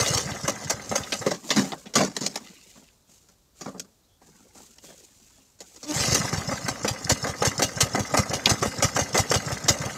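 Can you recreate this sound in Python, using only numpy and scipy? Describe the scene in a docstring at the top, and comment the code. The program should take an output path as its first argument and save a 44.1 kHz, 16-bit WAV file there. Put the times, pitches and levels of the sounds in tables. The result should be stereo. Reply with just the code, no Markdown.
"""On a lawn, a petrol mower stands a little to one side of a stereo microphone. It chugs far below working
speed and stalls. Its front is lifted and dropped, the deck clatters, the wheels roll through dry leaves;
thin chirps sound far off. Then the starter cord whirrs and the engine chugs again, each slow cycle a pair
of gas thumps from the muffler, with hard metal knocks and small valve ticks ringing the housing."""
import sys
import numpy as np
from scipy import signal
from scipy.fft import rfft, irfft, next_fast_len
from scipy.io import wavfile
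from scipy.ndimage import uniform_filter1d

SR = 44100
rng = np.random.default_rng(int(sys.argv[2]) if len(sys.argv) > 2 else 0)


def dump(signal):
    """Clip the signal to [-1, 1] and save it as 16-bit WAV at the path in sys.argv[1]."""
    limited = np.clip(np.atleast_2d(signal).T, -1, 1)
    pcm = np.round(limited * 32767).astype(np.int16)
    wavfile.write(sys.argv[1], SR, pcm)


N = 439677
TIME = np.arange(N) / SR
HZ = np.fft.rfftfreq(8192, 1 / SR)

# pulls of the starter cord: t/s, length/s, body level/dB, bright ring level/dB
CORD_PULLS = [(-.1, 0.25, -37.5, -26), (5.857, .31, -34, -25)]
# four-stroke cycles, whose spacing sets the crank speed: t/s, clank/dB, knock/dB, exhaust thump/dB
CHUGS = [(-.003, -28, -18.5, -20.5), (0.1331, -41, -23, -22.5), (0.2888, -48, -33, -25),
         (0.4761, -29.5, -17.5, -37.5), (0.6971, -44, -16, -32), (0.9531, -23.5, -16.5, -31.5),
         (1.261, -26.5, -27, -39), (5.987, -45, -47, -24), (6.107, -27, -46, -18), (6.227, -42, -51, -24),
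         (6.357, -45, -50, -20.5), (6.5103, -28.5, -26.5, -27), (6.6797, -41, -19, -25.5),
         (6.8763, -19, -16.5, -22.5), (7.093, -50, -10, -16), (7.266, -21, -26, -24.5),
         (7.448, -16, -12, -16.5), (7.6187, -17, -8.5, -25), (7.804, -28, -9, -14.5),
         (7.974, -18.5, -29, -20.5), (8.1689, -15, -14, -13), (8.331, -25.5, -18.5, -27.5),
         (8.492, -16.5, -14.5, -14.5), (8.65, -17, -25, -22.5), (8.8231, -31, -9, -15),
         (8.988, -16, -20, -20), (9.173, -14.5, -14.5, -14), (9.3372, -16, -18, -17),
         (9.499, -31, -34, -20.5), (9.6806, -31, -7, -15.5), (9.836, -30, -42, -24.5)]
# stray knocks, out of step with the crank: t/s, level/dB
STRAY_KNOCKS = [(.061, -20), (0.171, -16), (1.1208, -18), (6.1442, -10.5), (6.326, -23.5)]
# hard clacks and a lingering hiss in the low treble: t/s, decay/s, level/dB
CLACKS = [(.061, 0.0055, -6.5), (.315, 0.023, -24), (1.032, 0.013, -27), (1.121, 0.012, -14),
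          (1.503, 0.016, -10), (1.719, 0.0074, -16.5), (1.858, 0.018, -34.5), (2.41, 0.28, -46.5),
          (4.785, 0.007, -43), (8.457, 0.0052, 5.5)]
# shoves of the wheels and steps through grass and leaves: t/s, length/s, tread/dB, leaf hiss/dB
SHOVES = [(0.838, .45, -55, -44.5), (1.412, 0.26, -43.5, -42.5), (2.096, 0.26, -51, -51.5),
          (2.4, .38, -62.5, -54), (3.065, 0.098, -66.5, -55.5), (3.541, 0.14, -62, -53.5),
          (4.197, 0.24, -58.5, -57.5), (4.523, .07, -55, -47.5), (4.805, 0.084, -54.5, -47),
          (4.934, 0.46, -65.5, -56.5), (5.594, 0.43, -58.5, -52.5)]
# blows on deck, wheels and handle: t/s, decay/s, level/dB, brightness/dB
BUMPS = [(1.262, 0.022, -21.5, -5), (1.306, 0.027, -26, -2), (1.5046, .018, -22, 5), (1.561, 0.038, -18, 1),
         (1.596, 0.0077, -19, -25), (1.7178, 0.016, -25, -20), (1.8556, 0.023, -37.5, -12),
         (1.9534, 0.018, -15, 5), (1.97, 0.048, -22.5, 0.5), (2.005, 0.026, -20, -7),
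         (2.046, 0.019, -31, 6), (2.1645, 0.012, -25.5, 4.5), (2.207, 0.053, -35.5, 8),
         (2.262, 0.0072, -26, 10.5), (2.356, 0.011, -25.5, 7), (2.402, 0.035, -46, -5),
         (2.756, 0.031, -49.5, -6), (3.286, 0.018, -53.5, 4), (3.6087, 0.021, -37, 3.5),
         (3.6558, 0.027, -30.5, -14), (3.7434, 0.046, -43.5, -26), (3.7952, 0.011, -43, 18.5),
         (3.845, 0.0081, -50, -3), (4.213, 0.016, -51, -15), (4.55, 0.022, -46, -10), (4.783, .003, -45, 9),
         (4.837, 0.01, -43, -12), (5.378, 0.041, -62, -6), (5.6035, 0.013, -38.5, 6),
         (5.7608, 0.01, -45, 10.5), (5.829, .022, -40.5, 9.5)]
# faint chirps, probably a far bird: t/s, length/s, first f/Hz, last f/Hz, level/dB
CHIRPS = [(4.025, .03, 3460, 4100, -68), (4.08, .08, 3380, 3330, -70), (4.6, .04, 3450, 2900, -68),
          (4.843, .08, 3550, 3250, -60), (5.32, .05, 3450, 3350, -68), (5.385, .03, 3100, 2750, -67)]
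# hum of the starter pulley: t/s, f/Hz, level/dB
PULLEY = [(5.865, 293, -46), (5.9, 307, -28.5), (5.918, 290, -28), (5.945, 338, -46)]
# broad colours of engine housing, steel deck, leaves and outdoor air: f/Hz, level/dB
HOUSING_COLOUR = [(120, -28), (200, 0), (320, -9), (512, -4), (1260, -11.5), (1430, -13.5), (2060, -7),
                  (2210, -12.5), (3350, -14), (6530, -13), (10100, -26), (15000, -33.5)]
DECK_COLOUR = [(29, -47.5), (50, -33.5), (204, -6.5), (354, -12.5), (1220, -20.5), (1410, -23.5),
               (2020, -15), (2450, -19), (4130, -18), (6510, -23), (10500, -39), (15000, -45.5)]
LEAF_COLOUR = [(88, -40), (150, 9), (294, 3), (386, 0.5), (1160, -7), (1490, -6), (5610, -12.5),
               (7080, -7.5), (10400, -19.5), (15000, -24.5)]
AIR_COLOUR = [(15, -41), (25, 8.5), (213, -9), (2130, -21.5), (3930, -14), (4620, -17), (15000, -24.5)]
# resonances of the housing, a small chinking part and the deck: f/Hz, width/Hz, height/dB
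HOUSING_MODES = [(280.6, 12, 6.9), (552, 70, 3.73), (775, 55, 4.5), (1258, 160, 7.8), (1559, 74, 6.5),
                 (2031, 45, 6.4), (2860, 45, 8.6), (4780, 68, 1.7), (6430, 160, 4.1)]
CHINK_MODES = [(5300, 200, 17), (7400, 350, 12)]
DECK_MODES = [(193.6, 86, 5), (266, 6.8, 10), (420, 42, 4), (572, 79, 3.4), (775, 39, 5.5), (1165, 51, 4.6),
              (6900, 330, 4.7)]
# how alike the two microphone ports hear the mower and lawn: f/Hz, likeness (0-1)
PORT_LIKENESS = [(150, .998), (600, .97), (1300, .84), (5000, .66), (10000, .35)]
# balance between the ports: f/Hz, left minus right/dB
PORT_BALANCE = [(150, 1.96), (700, -1.5), (2300, 4), (5000, 2), (8000, -0.2), (13000, -2.5)]

# where each sound falls, in cycles after the knock
AT_CHINK, AT_CLANK, AT_INTAKE, AT_RUSH, AT_EXHAUST, AT_TICK = -.24, -.162, -.16, .087, .1824, .38
IDLE_PER_S, RATTLE_DB_PER_OCTAVE = 5.7, 7.5  # cycles a second at idle; rattle and ticks grow with speed
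STALL_S, CATCH_S = 1.3, 5.92  # the crank stops; it turns again


def amp(db):
    """Decibels to gain."""
    return 10 ** (np.asarray(db) / 20)


def unit(x):
    """Scales to rms 1."""
    return x / np.sqrt(np.mean(x ** 2) + 1e-20)


def noise():
    """White noise in two rows: what the microphone ports share, and what sets them apart."""
    return rng.standard_normal((2, N))


def wander(length, span):
    """Random drift of rms 1, smoothed over span points."""
    return unit(uniform_filter1d(rng.standard_normal(length), span))


def read(points, hz):
    """Reads a table on a log-frequency axis."""
    f, value = np.transpose(points)
    return np.interp(np.log(hz + 1), np.log(f + 1), value)


def add(mix, s, sound):
    """Mixes a sound in at time s."""
    at = round(s * SR)
    part, sound = mix[max(at, 0):], sound[max(-at, 0):]
    part[:len(sound)] += sound[:len(part)]


def body(colour, modes=()):
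    """Gain against frequency of a broad colour with resonances on top."""
    peaks_db = sum(db / (1 + (2 * (HZ - hz) / width) ** 2) for hz, width, db in modes)
    return amp(read(colour, HZ) + peaks_db)


def ring(x, gain, lo_hz, hi_hz):
    """Passes x through one band of a body: a causal response of energy 1."""
    band = gain / np.sqrt((1 + (lo_hz / (HZ + 1)) ** 10) * (1 + (HZ / hi_hz) ** 10))
    log_gain = np.log(np.maximum(band / band.max(), 1e-5))
    mirrored = np.concatenate([log_gain, log_gain[-2:0:-1]])
    response = np.fft.ifft(np.exp(np.conj(signal.hilbert(mirrored)))).real[:len(HZ)]  # minimum phase
    return signal.oaconvolve(x, response[None] / np.linalg.norm(response), axes=1)[:, :N]


def chatter(per_s, spread_db, patchy_db=5.5, flicker_db=2.03):
    """Many tiny contacts over a smooth rush; each flurry lands on another spot and wakes other partials."""
    contacts = (rng.random(N) < per_s / SR) * amp(spread_db * np.minimum(rng.exponential(1, N), 4))
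    spectra = signal.stft((unit(contacts) + 1) * noise(), nperseg=512)[2]
    patches = uniform_filter1d(rng.standard_normal(spectra.shape[1:]), size=7, axis=1)
    patches = unit(uniform_filter1d(patches, size=2, axis=0))
    colour = amp(patchy_db * unit(np.tanh(patches)))
    flicker = amp(flicker_db * wander(spectra.shape[-1], span=2))
    return unit(signal.istft(spectra * colour * flicker)[1][:, :N])


def blows(rows, rise_s, crack=0):
    """Force of blows (t/s, decay/s, level/dB): a quick rise, an optional hard crack, then a decay."""
    power, t = np.zeros(N), TIME[:SR // 2]
    attack = (1 - np.exp(-t / rise_s)) * (1 + crack * np.exp(-(t / 0.014) ** 4))
    for s, decay, db in rows:
        add(power, s, (amp(db) * attack * np.exp(-t / decay)) ** 2)
    return np.sqrt(power)


def swells(rows, attack_s, release_s):
    """Gain curve of movements (t/s, length/s, level/dB): each rises, holds and dies away."""
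    power = np.zeros(N)
    for s, length, db in rows:
        rise = np.clip((TIME - s) / attack_s, 0, 1)
        fall = np.exp(-np.maximum(TIME - s - length, 0) / release_s)
        power += (amp(db) * rise * fall) ** 2
    return np.sqrt(power)


def crank(phase):
    """When each cycle passes this phase (t/s), and how fast it turns there (octaves above idle)."""
    s = np.array(CHUGS)[:, 0]
    gaps = np.pad(np.diff(s), 1, mode="edge")
    near, far = (gaps[1:], gaps[:-1]) if phase > 0 else (gaps[:-1], gaps[1:])
    period = np.where(near < 1, near, far)  # the standstill is no cycle
    return s + phase * period, -np.log2(period * IDLE_PER_S)


def strokes(phase, decay_s, db):
    """One blow (t/s, decay/s, level/dB) at this phase of every cycle."""
    return np.column_stack(np.broadcast_arrays(crank(phase)[0], decay_s, db))


def running():
    """1 while the crank turns, 0 at a standstill."""
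    return swells([(-1, 1 + STALL_S, 0), (CATCH_S, TIME[-1], 0)], attack_s=0.026, release_s=.02)


def air(level_db=-62.5):
    """Quiet outdoor air all round the microphone, mostly low rumble."""
    return amp(level_db) * ring(noise(), body(AIR_COLOUR), lo_hz=45.7, hi_hz=17000)


def turning(idle_db=-38.5):
    """Force of the steady rattle, body and bright ring: it follows crank speed and each cord pull."""
    speed = np.interp(TIME, *crank(AT_INTAKE))
    spin = running() * amp(idle_db + RATTLE_DB_PER_OCTAVE * speed)
    pulls = [swells(np.array(CORD_PULLS)[:, [0, 1, k]], attack_s=0.11, release_s=.06) for k in (2, 3)]
    return [np.hypot(spin, pull) for pull in pulls]


def knocking(knock_decay_s=.017, decay_s=.019):
    """Blows on the housing, body and bright ring: each cycle a dull clank, a knock and an exhaust rush."""
    s, clank, knock, exhaust = np.transpose(CHUGS)
    hard = [*zip(s, knock), *STRAY_KNOCKS]
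    low = [(at, knock_decay_s, 0.43 * db - 12.5) for at, db in hard]  # grows less: harder is brighter
    high = [(at, knock_decay_s, db) for at, db in hard]
    low += [*strokes(AT_CLANK, decay_s, clank), *strokes(AT_RUSH, decay_s, exhaust - 6)]
    high += [*strokes(AT_CLANK, decay_s, clank - 5.5), *strokes(AT_RUSH, decay_s, exhaust - 3.5)]
    return low, high


def engine():
    """Knocks and steady rattle ring the same metal housing."""
    housing = body(HOUSING_COLOUR, HOUSING_MODES)
    (low_rattle, high_rattle), (low_blows, high_blows) = turning(), knocking()
    low = np.hypot(blows(low_blows, rise_s=0.0025, crack=0.18), low_rattle)
    high = np.hypot(blows(high_blows, rise_s=0.0056, crack=0.6), high_rattle)
    clank = ring(low * chatter(per_s=2500, spread_db=2, patchy_db=2.5), housing, lo_hz=195, hi_hz=2316)
    clink = ring(high * chatter(per_s=3000, spread_db=2.5), housing, lo_hz=2690, hi_hz=14200)
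    return clank + clink


def muffler(width_s=0.0044, lead_s=0.00092, intake_hz=140, exhaust_hz=115):
    """Each stroke shoves gas through the muffler: a short pressure swing, deeper on the exhaust."""
    pulses, t = np.zeros(N), np.arange(-SR // 50, SR // 50) / SR
    intakes, speed = crank(AT_INTAKE)
    intake_db = -24 + 8 * speed  # the faster the crank, the harder it draws air
    exhausts, exhaust_db = crank(AT_EXHAUST)[0], np.array(CHUGS)[:, 3]
    for times, levels, hz in [(intakes, intake_db, intake_hz), (exhausts, exhaust_db, exhaust_hz)]:
        swing = np.sin(2 * np.pi * hz * (t + lead_s)) * np.exp(-(t / width_s) ** 2 / 2)
        for s, db in zip(times, levels):
            add(pulses, s + t[0], amp(db) * swing)
    pulses *= running()
    pulse_rms = np.sqrt(abs(uniform_filter1d(pulses ** 2, SR // 25)))
    flow = turning()[0] + amp(-4) * pulse_rms
    turbulence = ring(flow * noise(), 1, lo_hz=67, hi_hz=220)
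    return np.array([pulses, np.zeros(N)]) + amp(-9) * turbulence


def valves(idle_db=-20.5):
    """Short ticks in the middle resonances of the housing, twice a cycle and louder with speed."""
    ticks = []
    for phase in (AT_TICK, AT_TICK - .5):
        speed = crank(phase)[1]
        ticks.extend(strokes(phase, decay_s=0.0049, db=idle_db + RATTLE_DB_PER_OCTAVE * speed))
    force = running() * blows(ticks, rise_s=0.0038)
    return ring(force * noise(), body(HOUSING_COLOUR, HOUSING_MODES), lo_hz=1354, hi_hz=2300)


def loose_parts():
    """Hard parts clack and scrape; a small one chinks on two high partials ahead of each intake."""
    rattle = chatter(per_s=1000, spread_db=8)
    clacks = blows(CLACKS, rise_s=0.00061) * rattle
    chinks = blows(strokes(AT_CHINK, decay_s=0.0048, db=-9), rise_s=0.015) * rattle
    return (ring(clacks, body(HOUSING_COLOUR, HOUSING_MODES), lo_hz=2770, hi_hz=3950)
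            + ring(chinks, body(HOUSING_COLOUR, CHINK_MODES), lo_hz=4200, hi_hz=9100))


def lawn():
    """Wheels and feet press the grass with a dull tread and brush dry leaves into a hiss."""
    leaves, shoves = body(LEAF_COLOUR), np.array(SHOVES)
    weight, brush = (swells(shoves[:, [0, 1, k]], attack_s=0.038, release_s=0.14) for k in (2, 3))
    tread = weight * chatter(per_s=460, spread_db=1.5, patchy_db=8, flicker_db=2.5)
    hiss = brush * chatter(per_s=2300, spread_db=0.5, patchy_db=1.5)
    return ring(tread, leaves, lo_hz=168, hi_hz=2550) + ring(hiss, leaves, lo_hz=2680, hi_hz=17000)


def deck(touch_s=0.016, touch_db=-18):
    """The steel pan booms when it lands; loose wheels and handle clatter with it."""
    pan = body(DECK_COLOUR, DECK_MODES)
    s, decay, db, bright = np.transpose(BUMPS)

    def landing(levels, rise_s):
        """The wheels touch the grass just before the weight lands."""
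        return blows([*zip(s, decay, levels), *zip(s - touch_s, decay, levels + touch_db)], rise_s)

    boom_db = db - 5 + 6 * np.log2(decay / 0.016)  # long, heavy blows boom more than short taps
    clatter_db = 1 + 1.186 * db + 0.61 * bright  # strong blows shake loose parts much more
    rattle = chatter(per_s=1800, spread_db=0.5, patchy_db=4.5)
    boom = ring(landing(boom_db, rise_s=0.0024) * noise(), pan, lo_hz=50, hi_hz=324)
    clank = ring(landing(db, rise_s=0.0018) * rattle, pan, lo_hz=352, hi_hz=1400)
    clatter = ring(landing(clatter_db, rise_s=0.0012) * rattle, pan, lo_hz=1430, hi_hz=4340)
    clink = ring(landing(db + bright - 2, rise_s=0.001) * rattle, pan, lo_hz=4650, hi_hz=14900)
    return boom + clank + clatter + clink


def chirps(waver=.04):
    """Far off and straight ahead of the microphone, thin unsteady tones glide as they swell and fade."""
    drift, tones = 1 + waver * wander(N, span=70), np.zeros(N)
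    for s, length, first_hz, last_hz, db in CHIRPS:
        hz = np.interp(TIME, [s, s + length], [first_hz, last_hz]) * drift
        envelope = swells([(s, length, db)], attack_s=0.023, release_s=.02)
        tones += envelope * np.sin(2 * np.pi * np.cumsum(hz) / SR)
    return np.array([tones, tones])


def starter(roughness=0.06, db_per_octave=-9, fade_s=.01):
    """The cord spins the pulley, which hums briefly with a few overtones."""
    s, hz, db = np.transpose(PULLEY)
    cycles = np.cumsum(np.interp(TIME, s, hz)) / SR
    hum = sum(amp(db_per_octave * np.log2(k)) * np.sin(2 * np.pi * k * cycles) for k in range(1, 7))
    judder = 1 + roughness * wander(N, span=200)
    outside_s = abs(TIME - np.clip(TIME, s[0], s[-1]))
    envelope = amp(np.interp(TIME, s, db)) * np.exp(-outside_s / fade_s)
    return np.array([unit(hum) * judder * envelope, np.zeros(N)])


def scene(lag_s=0.00015):
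    """The mower stands off axis: the left port hears it later, and the treble differs between ports."""
    sources = engine() + muffler() + valves() + loose_parts() + deck() + starter() + lawn() + air()
    size = next_fast_len(N + SR // 10)
    shared, apart = rfft(sources, size)
    hz = np.fft.rfftfreq(size, 1 / SR)
    likeness, tilt = read(PORT_LIKENESS, hz), amp(read(PORT_BALANCE, hz) / 2)
    shared *= np.sqrt((1 + likeness) / 2)
    apart *= np.sqrt((1 - likeness) / 2)
    left = (shared + apart) * tilt * np.exp(-2j * np.pi * hz * lag_s)
    right = (shared - apart) / tilt
    return irfft(np.array([left, right]), size)[:, :N] + chirps()


def record(dry, cutoff_hz=15700):
    """The loudest peaks are softly rounded off; then the top of the treble is cut."""
    lowpass = signal.firwin(511, cutoff_hz, window=("kaiser", 9), fs=SR)
    rounded = dry / (1 + dry ** 4) ** (1 / 4)
    return signal.oaconvolve(rounded, lowpass[None], "same")


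dry = scene()
out = record(dry)
dump(out)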